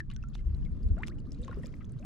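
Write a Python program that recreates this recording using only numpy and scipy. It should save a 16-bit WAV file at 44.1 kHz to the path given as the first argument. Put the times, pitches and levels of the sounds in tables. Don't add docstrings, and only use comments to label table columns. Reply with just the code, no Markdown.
import sys
import numpy as np
from scipy import signal
from scipy.fft import rfft, irfft
from scipy.io import wavfile
from scipy.ndimage import uniform_filter1d

SR = 44100
rng = np.random.default_rng(int(sys.argv[2]) if len(sys.argv) > 2 else 0)


def to_wav(sig):
    pcm = np.clip(np.atleast_2d(sig), -1, 1) * 32767
    pcm = np.round(pcm).astype(np.int16)
    wavfile.write(sys.argv[1], SR, pcm.T)


def linear_from_db(decibels):
    return 10 ** (np.asarray(decibels, float) / 20)


N = 90404

# t/s, peak level/dB, f/Hz, ring t60/s
BUBBLES = [(.003, -30, 1762, 0.023), (0.013, -48.5, 1670, 0.038), (1.038, -53, 3240, 0.0062),
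           (1.039, -38, 2050, 0.016), (1.53, -46.5, 1800, 0.015), (1.541, -49.5, 1450, 0.017),
           (1.551, -63, 1030, 0.024), (1.562, -53, 1200, 0.017), (1.587, -51, 514, 0.054),
           (1.598, -39, 425, 0.032), (1.637, -56, 980, 0.048), (1.656, -43, 477, 0.026),
           (0.099, -57, 1114, 0.092), (.101, -44, 2850, 0.012), (0.113, -55, 1440, 0.024),
           (0.163, -52, 1500, 0.04), (0.227, -56, 2594, 0.041), (0.238, -44.5, 1334, 0.065),
           (0.391, -58, 2060, 0.043), (.658, -57, 2184, 0.038), (.666, -59.5, 2070, 0.039),
           (.98, -42, 1377, 0.026), (1.186, -59, 2870, 0.029), (1.27, -61, 1172, 0.059),
           (1.43, -53, 3670, 0.033), (1.438, -52, 3660, .03), (1.481, -36.5, 1053, 0.056),
           (1.494, -34.5, 477, 0.038), (1.513, -42, 1390, 0.054), (1.526, -44, 1040, 0.029),
           (1.571, -36, 382.7, 0.083), (1.634, -49.5, 1855, 0.033), (1.657, -57, 2410, 0.044),
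           (1.74, -45, 2000, 0.0095), (1.041, -42, 1780, 0.011), (1.642, -39, 519, 0.032),
           (1.83, -61, 1290, 0.052)]
BUBBLE_RISE_PER_S, POP_DB = 0.61, -15.5
# t/s, length/s, first f/Hz, last f/Hz, rms level/dB
GULPS = [(0.969, 0.068, 599, 1420, -45.5), (1.0332, 0.0041, 1680, 2900, -27.5),
         (.028, 0.012, 1640, 1940, -65), (.262, 0.028, 1343, 1485, -66), (1.568, 0.015, 1090, 1460, -56),
         (1.665, 0.026, 1223, 1520, -62), (1.091, 0.041, 1142, 2600, -55), (1.158, 0.05, 810, 905, -66.5),
         (1.393, 0.063, 472, 529, -47), (1.43, 0.091, 528, 546, -53.5), (1.998, 0.057, 552, 864, -52)]
GULP_BEND, GULP_FADE_DB = 1.4, -6.5

# t/s, peak level/dB, ring f/Hz
EARLY_DROPS = [(.002, -41.5, 3970), (0.101, -54, 4470), (0.11, -58, 9600), (0.114, -46.5, 3750),
               (.137, -48.5, 7850), (.146, -59, 3420), (0.15, -65, 9400), (0.163, -43, 5820),
               (.227, -55.5, 5260), (.238, -54.5, 5900), (.286, -53, 6800), (.345, -50, 3860),
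               (.351, -42.5, 3540), (0.38, -60, 2950), (0.547, -51.5, 3980), (.567, -58, 8450),
               (.65, -53.5, 3310), (0.717, -60, 9500), (0.831, -53.5, 4770), (.84, -53, 11100),
               (0.887, -60.5, 4300), (0.987, -60, 4430)]
# t/s, peak level/dB, ring f/Hz
LATER_DROPS = [(1.025, -52, 7400), (1.072, -40.5, 5320), (1.077, -44.5, 3470), (1.082, -48.5, 5000),
               (1.101, -57, 3970), (1.193, -55.5, 7140), (1.202, -55.5, 4520), (1.32, -40.5, 5160),
               (1.33, -50, 6900), (1.347, -53, 3900), (1.417, -48, 8000), (1.448, -45.5, 6520),
               (1.48, -52.5, 2930), (1.544, -56, 4860), (1.587, -57.5, 8100), (1.635, -51, 7900),
               (1.656, -53, 3460), (1.661, -41.5, 4920), (1.669, -42.5, 7060), (1.725, -61.5, 3160),
               (1.845, -55, 3400), (1.921, -49.5, 8500), (1.989, -55.5, 3850), (2.044, -52, 8700)]
# t/s, peak level/dB, ring f/Hz
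FAINT_DROPS = [(.295, -57.5, 11600), (.301, -64, 4180), (.392, -62.5, 2960), (.405, -67, 7800),
               (.962, -64.5, 5400), (.986, -56.5, 7300), (1.064, -55, 4900), (1.185, -59, 4950),
               (1.269, -64, 4200), (1.301, -62, 8500), (1.307, -57, 5300), (1.317, -58, 5300),
               (1.388, -63, 6500), (1.424, -53, 7700), (1.436, -52, 4370), (1.444, -62, 1740),
               (1.526, -61, 9000), (1.564, -56, 12100), (1.593, -57, 11800), (1.598, -62, 5550),
               (1.628, -54, 9800), (1.65, -52, 5160), (1.68, -61, 3850), (1.753, -52, 11400),
               (1.851, -52, 6150), (1.895, -58, 6200), (1.995, -53, 6260)]
DROP_CYCLES, TICK_DB, TICK_T60_S = 39.4, -8.5, 0.021
# t/s, peak level/dB, lowest f/Hz, highest f/Hz
SLAPS = [(0.0983, -65, 1000, 6000), (0.1138, -55, 1400, 7940), (0.3474, -58, 1960, 13900),
         (0.352, -43.5, 455, 9000), (0.354, -42, 705, 3000), (0.1637, -42, 3070, 8800),
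         (0.358, -54, 2500, 12000), (1.0719, -36.5, 1170, 15000), (1.0824, -32, 2000, 13800),
         (1.344, -62, 895, 5050), (1.478, -48.5, 1200, 5000), (1.5125, -50, 3000, 14000),
         (1.6575, -48, 2500, 8900)]
SLAP_T60_S, SLAP_GRIT, SLAP_DULL = 0.003, 0.43, 0.88

# t/s, level/dB
WASH = [
    (0, -84),
    (.6, -77),
    (1.25, -79.5),
    (1.5, -76.5),
    (2.05, -78),
]
# f/Hz, level per Hz/dB
WASH_COLOUR = [(350, -42), (600, -3), (818, -2.5), (1240, 0), (2400, -13), (4340, -14), (15000, -27.5)]
WASH_GAIN_DB = 3.5
SPRAY_GAIN_DB, SPRAY_PER_S, SPRAY_SCATTER_DB = 7, 420, 3.5
# t/s, length/s, level/dB, middle f/Hz
SPLASHES = [(0.101, 0.028, -56, 2590), (0.332, 0.06, -62.5, 4170), (0.965, 0.13, -63, 1496),
            (1.047, 0.016, -60, 1970), (1.064, 0.03, -52.5, 5200), (1.554, 0.6, -70.5, 7600),
            (1.509, .11, -69.5, 910), (1.329, 0.2, -69, 3860), (1.425, 0.04, -58.5, 5150),
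            (1.479, 0.11, -61.5, 2020), (1.626, 0.048, -60.5, 2670), (1.806, 0.013, -55.5, 1820),
            (2.024, 0.027, -63.5, 1780)]
CLOUD_PER_S, CLOUD_OCTAVES = 1900, 0.763

# t/s, level/dB
GUST = [
    (0, -43.5),
    (.33, -41),
    (.5, -38),
    (.93, -37),
    (.99, -43),
    (1.4, -44),
    (2.05, -45.5),
]
# f/Hz, level per Hz/dB
WIND_COLOUR = [(12, -38), (20, 4), (44, -3), (91, -5.5), (161, -9.5), (229, -14), (268, -18.5),
               (644, -42.5), (900, -63), (1170, -112), (1980, -120)]
WIND_DB, GUST_REF_DB, GUST_CORNER_HZ = -38.5, -41.5, 119
# t/s, level/dB
SLOP = [
    (0, -66),
    (.45, -60.5),
    (.95, -50),
    (2.05, -57.5),
]
SLOP_REF_DB, SLOP_CORNER_HZ = -56, 236
# t/s, peak level/dB, f/Hz
BUFFETS = [(0.221, -32.5, 48), (0.359, -30, 40.4), (0.473, -21.5, 55.5), (0.511, -25, 71.7),
           (0.541, -25, 69), (0.586, -28, 62.6), (0.622, -27.5, 44.5), (0.724, -24.5, 60),
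           (0.841, -25, 44.2), (0.866, -20.5, 57.4), (0.915, -16, 70), (0.939, -23, 46.3),
           (0.167, -33, 50.7), (0.421, -32, 44.5), (1.17, -34.5, 117), (1.328, -35.5, 57),
           (1.409, -30.5, 49.4), (1.556, -33, 53.5), (1.592, -33, 72)]
BUFFET_CYCLES, BUFFET_PAN_DB, BUFFET_UNLIKE_RAD = 0.75, 1.2, 0.8
# t/s, left minus right level/dB
LEAN = [
    (0, -0.5),
    (.45, 2),
    (.65, 0.1),
    (2.05, 0.7),
]

# f/Hz, likeness/0-1
ALIKE = [(25, .1), (60, .4), (125, .55), (250, .78), (500, .86), (4000, .75), (9000, .3)]
PORT_LAG_PER_DB = 0.85
DECK_DB, DECK_T60_S = -8.5, 0.024
MIC_TOP_HZ = 10500


def bubbles():
    out = np.zeros((2, N))
    noise = rng.standard_normal((len(BUBBLES), 400))
    for (s, db, hz, t60), n in zip(BUBBLES, noise):
        pan_db = 1.5 * n[-1]
        pop = burst(n, 0.024, 0.98 * hz, 2.7 * hz)
        add(out, s, linear_from_db(db) * ring(hz, t60, BUBBLE_RISE_PER_S), pan_db)
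        add(out, s, linear_from_db(db + POP_DB) * pop, pan_db)
    for s, length, first_hz, last_hz, db in GULPS:
        u = np.arange(int(length * SR)) / SR / length
        hz = first_hz * (last_hz / first_hz) ** (u ** GULP_BEND)
        edges = np.minimum(1, np.minimum(u / 0.052, (1 - u) / 0.12))
        glide = np.sin(2 * np.pi * np.cumsum(hz) / SR)
        add(out, s, linear_from_db(db - 2.0 + GULP_FADE_DB * u) * edges * glide, -1)
    return out * (1 + 0.15 * walk(180))


def drops():
    out = np.zeros((2, N))
    rows = EARLY_DROPS + LATER_DROPS + FAINT_DROPS
    for (s, db, hz), n in zip(rows, rng.standard_normal((len(rows), 500))):
        pan_db = 0.8 + 1.8 * n[-1]
        tick = burst(n, TICK_T60_S, 0.46 * hz, min(2.26 * hz, SR / 2.2))
        tick_db = db + TICK_DB - 18.0 * np.log2(hz / 4000)
        add(out, s, linear_from_db(db) * ring(hz, DROP_CYCLES / hz), pan_db)
        add(out, s, linear_from_db(tick_db) * tick, pan_db)
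    for (s, db, lo_hz, hi_hz), n in zip(SLAPS, rng.standard_normal((len(SLAPS), 500))):
        click = np.arange(len(n)) == 0
        crack = burst(SLAP_GRIT * n + click, SLAP_T60_S, lo_hz, hi_hz)
        crack = signal.lfilter([1], [1, -SLAP_DULL], crack)
        add(out, s, linear_from_db(db) * crack / np.abs(crack).max(), 0.73 * np.sign(n[-1]))
    return out


def sea():
    wash_db = line(WASH)
    crackle_db = 2.52 * walk(190)
    hiss = shaped(WASH_COLOUR, 470, 15500, 2.8, 59.9, lambda hz: crackle_db * min(hz / 4000, 1))
    out = linear_from_db(WASH_GAIN_DB + wash_db) * hiss

    chance = rng.random((1500, 5))
    times = np.cumsum(-np.log(chance[:, 0])) / SPRAY_PER_S
    times = times[times < N / SR]
    spray_db = SPRAY_GAIN_DB + wash_db[(times * SR).astype(int)]
    add_grains(out, times, chance[:, 1:], 900, 2.3, spray_db)

    for (s, length, db, hz), chance in zip(SPLASHES, rng.random((len(SPLASHES), 400, 5))):
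        late = np.cumsum(-np.log(chance[:, 0])) / CLOUD_PER_S / length
        late = late[late < 1.3]
        low_hz = hz / 2 ** CLOUD_OCTAVES
        add_grains(out, s + late * length, chance[:, 1:], low_hz, 2.18 * CLOUD_OCTAVES, db - 9 * late)
    return out


def add_grains(out, times, chance, low_hz, octaves, db):
    for s, level_db, (pitch, size, cycles, side) in zip(times, db, chance):
        hz = min(low_hz * 2 ** (octaves * pitch), 14000)
        level_db = level_db - SPRAY_SCATTER_DB * np.log(size + 0.019) - 3.15 * octaves * pitch
        t60 = (5 + 40 * cycles ** 2) / hz
        add(out, s, linear_from_db(level_db) * ring(hz, t60, 12), 7 * (side - 0.42))


def wind():
    slop_db = line(SLOP) - SLOP_REF_DB
    gust_db = line(GUST) - GUST_REF_DB

    def swell_db(hz):
        gust_part = gust_db / (1 + (hz / GUST_CORNER_HZ) ** 3)
        slop_part = slop_db / (1 + (SLOP_CORNER_HZ / hz) ** 4)
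        return gust_part + slop_part

    out = linear_from_db(WIND_DB) * shaped(WIND_COLOUR, 20.22, 1000, 2.33, 13.42, swell_db)
    t = np.arange(-3000, 3000) / SR
    turns = rng.standard_normal((len(BUFFETS), 2))
    for (s, db, hz), turn in zip(BUFFETS, turns):
        swing = np.cos(2 * np.pi * hz * t + BUFFET_UNLIKE_RAD * turn[:, None])
        thud = swing * np.exp(-(t * hz / BUFFET_CYCLES) ** 2)
        add(out, s + t[0], thud * linear_from_db(db), BUFFET_PAN_DB)
    return out


def ring(hz, t60, rise=0):
    t = np.arange(int(t60 * SR) + 2) / SR
    phase = 2 * np.pi * hz * (t + rise * t ** 2 / 2) - 1.5 * np.exp(-t * hz / 6)
    return np.sin(phase) * linear_from_db(-60 * t / t60) * np.minimum(t * hz, 1)


def burst(noise, t60, lo_hz, hi_hz):
    fade = linear_from_db(-60 * np.arange(len(noise)) / SR / t60)
    band = signal.butter(2, [lo_hz, hi_hz], "bandpass", fs=SR)
    return signal.lfilter(*band, noise * fade)


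def shaped(colour, lo_hz, hi_hz, flicker_db, flicker_per_s, swell_db):
    f = np.fft.rfftfreq(N, 1 / SR) + 1e-6
    colour_hz, colour_db = np.array(colour).T
    alike_hz, alike = np.array(ALIKE).T
    tint = linear_from_db(np.interp(np.log(f), np.log(colour_hz), colour_db))
    like = np.interp(np.log(f), np.log(alike_hz), alike)
    mid, side = rfft(rng.standard_normal((2, N))) * tint * np.sqrt([1 + like, 1 - like])

    centres = lo_hz * 2 ** np.arange(0, np.log2(hi_hz / lo_hz), 1 / 3)
    bands = [np.clip(1 - (3 * np.log2(f / c)) ** 2, 0, 1) ** 2 for c in centres]
    whole = sum(bands)
    rms = np.sqrt(np.mean(irfft(mid * whole, N) ** 2 + irfft(side * whole, N) ** 2))
    ports = np.array([mid + side, mid - side])
    out = np.zeros((2, N))
    for c, band in zip(centres, bands):
        out += irfft(ports * band, N) * linear_from_db(flicker_db * walk(flicker_per_s) + swell_db(c))
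    return out / rms


def walk(rate):
    k = int(SR / rate)
    held = np.repeat(rng.standard_normal(N // k + 1), k)
    return 1.3 * uniform_filter1d(uniform_filter1d(held, k), k)[:N]


def line(table):
    return np.interp(np.arange(N) / SR, *np.array(table).T)


def add(out, s, sound, pan_db):
    lag = int(np.clip(np.round(pan_db * PORT_LAG_PER_DB), -2, 2))
    for port, sign in enumerate((1, -1)):
        i = max(int(s * SR), 0) + max(-sign * lag, 0)
        piece = sound[port] if sound.ndim > 1 else sound
        piece = piece[:max(N - i, 0)]
        out[port, i:i + len(piece)] += piece * linear_from_db(sign * pan_db / 2)


def scene():
    f = np.fft.rfftfreq(N, 1 / SR)
    deck = rng.standard_normal(1500) * linear_from_db(-60 * np.arange(1500) / SR / DECK_T60_S)
    deck = rfft(deck / np.sqrt(np.sum(deck ** 2)), N) * np.array([[1], [-1]])
    mic = 1 / np.sqrt(1 + (f / MIC_TOP_HZ) ** 4)
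    water = rfft(bubbles() + drops() + sea()) * mic * (1 + linear_from_db(DECK_DB) * deck)
    lean = linear_from_db(line(LEAN) * np.array([[0.5], [-0.5]]))
    return irfft(water, N) + wind() * lean


def top_cut(x):
    return signal.sosfilt(signal.butter(12, 15780, fs=SR, output="sos"), x)


def record(dry):
    return top_cut(dry)


dry = scene()
out = record(dry)
to_wav(out)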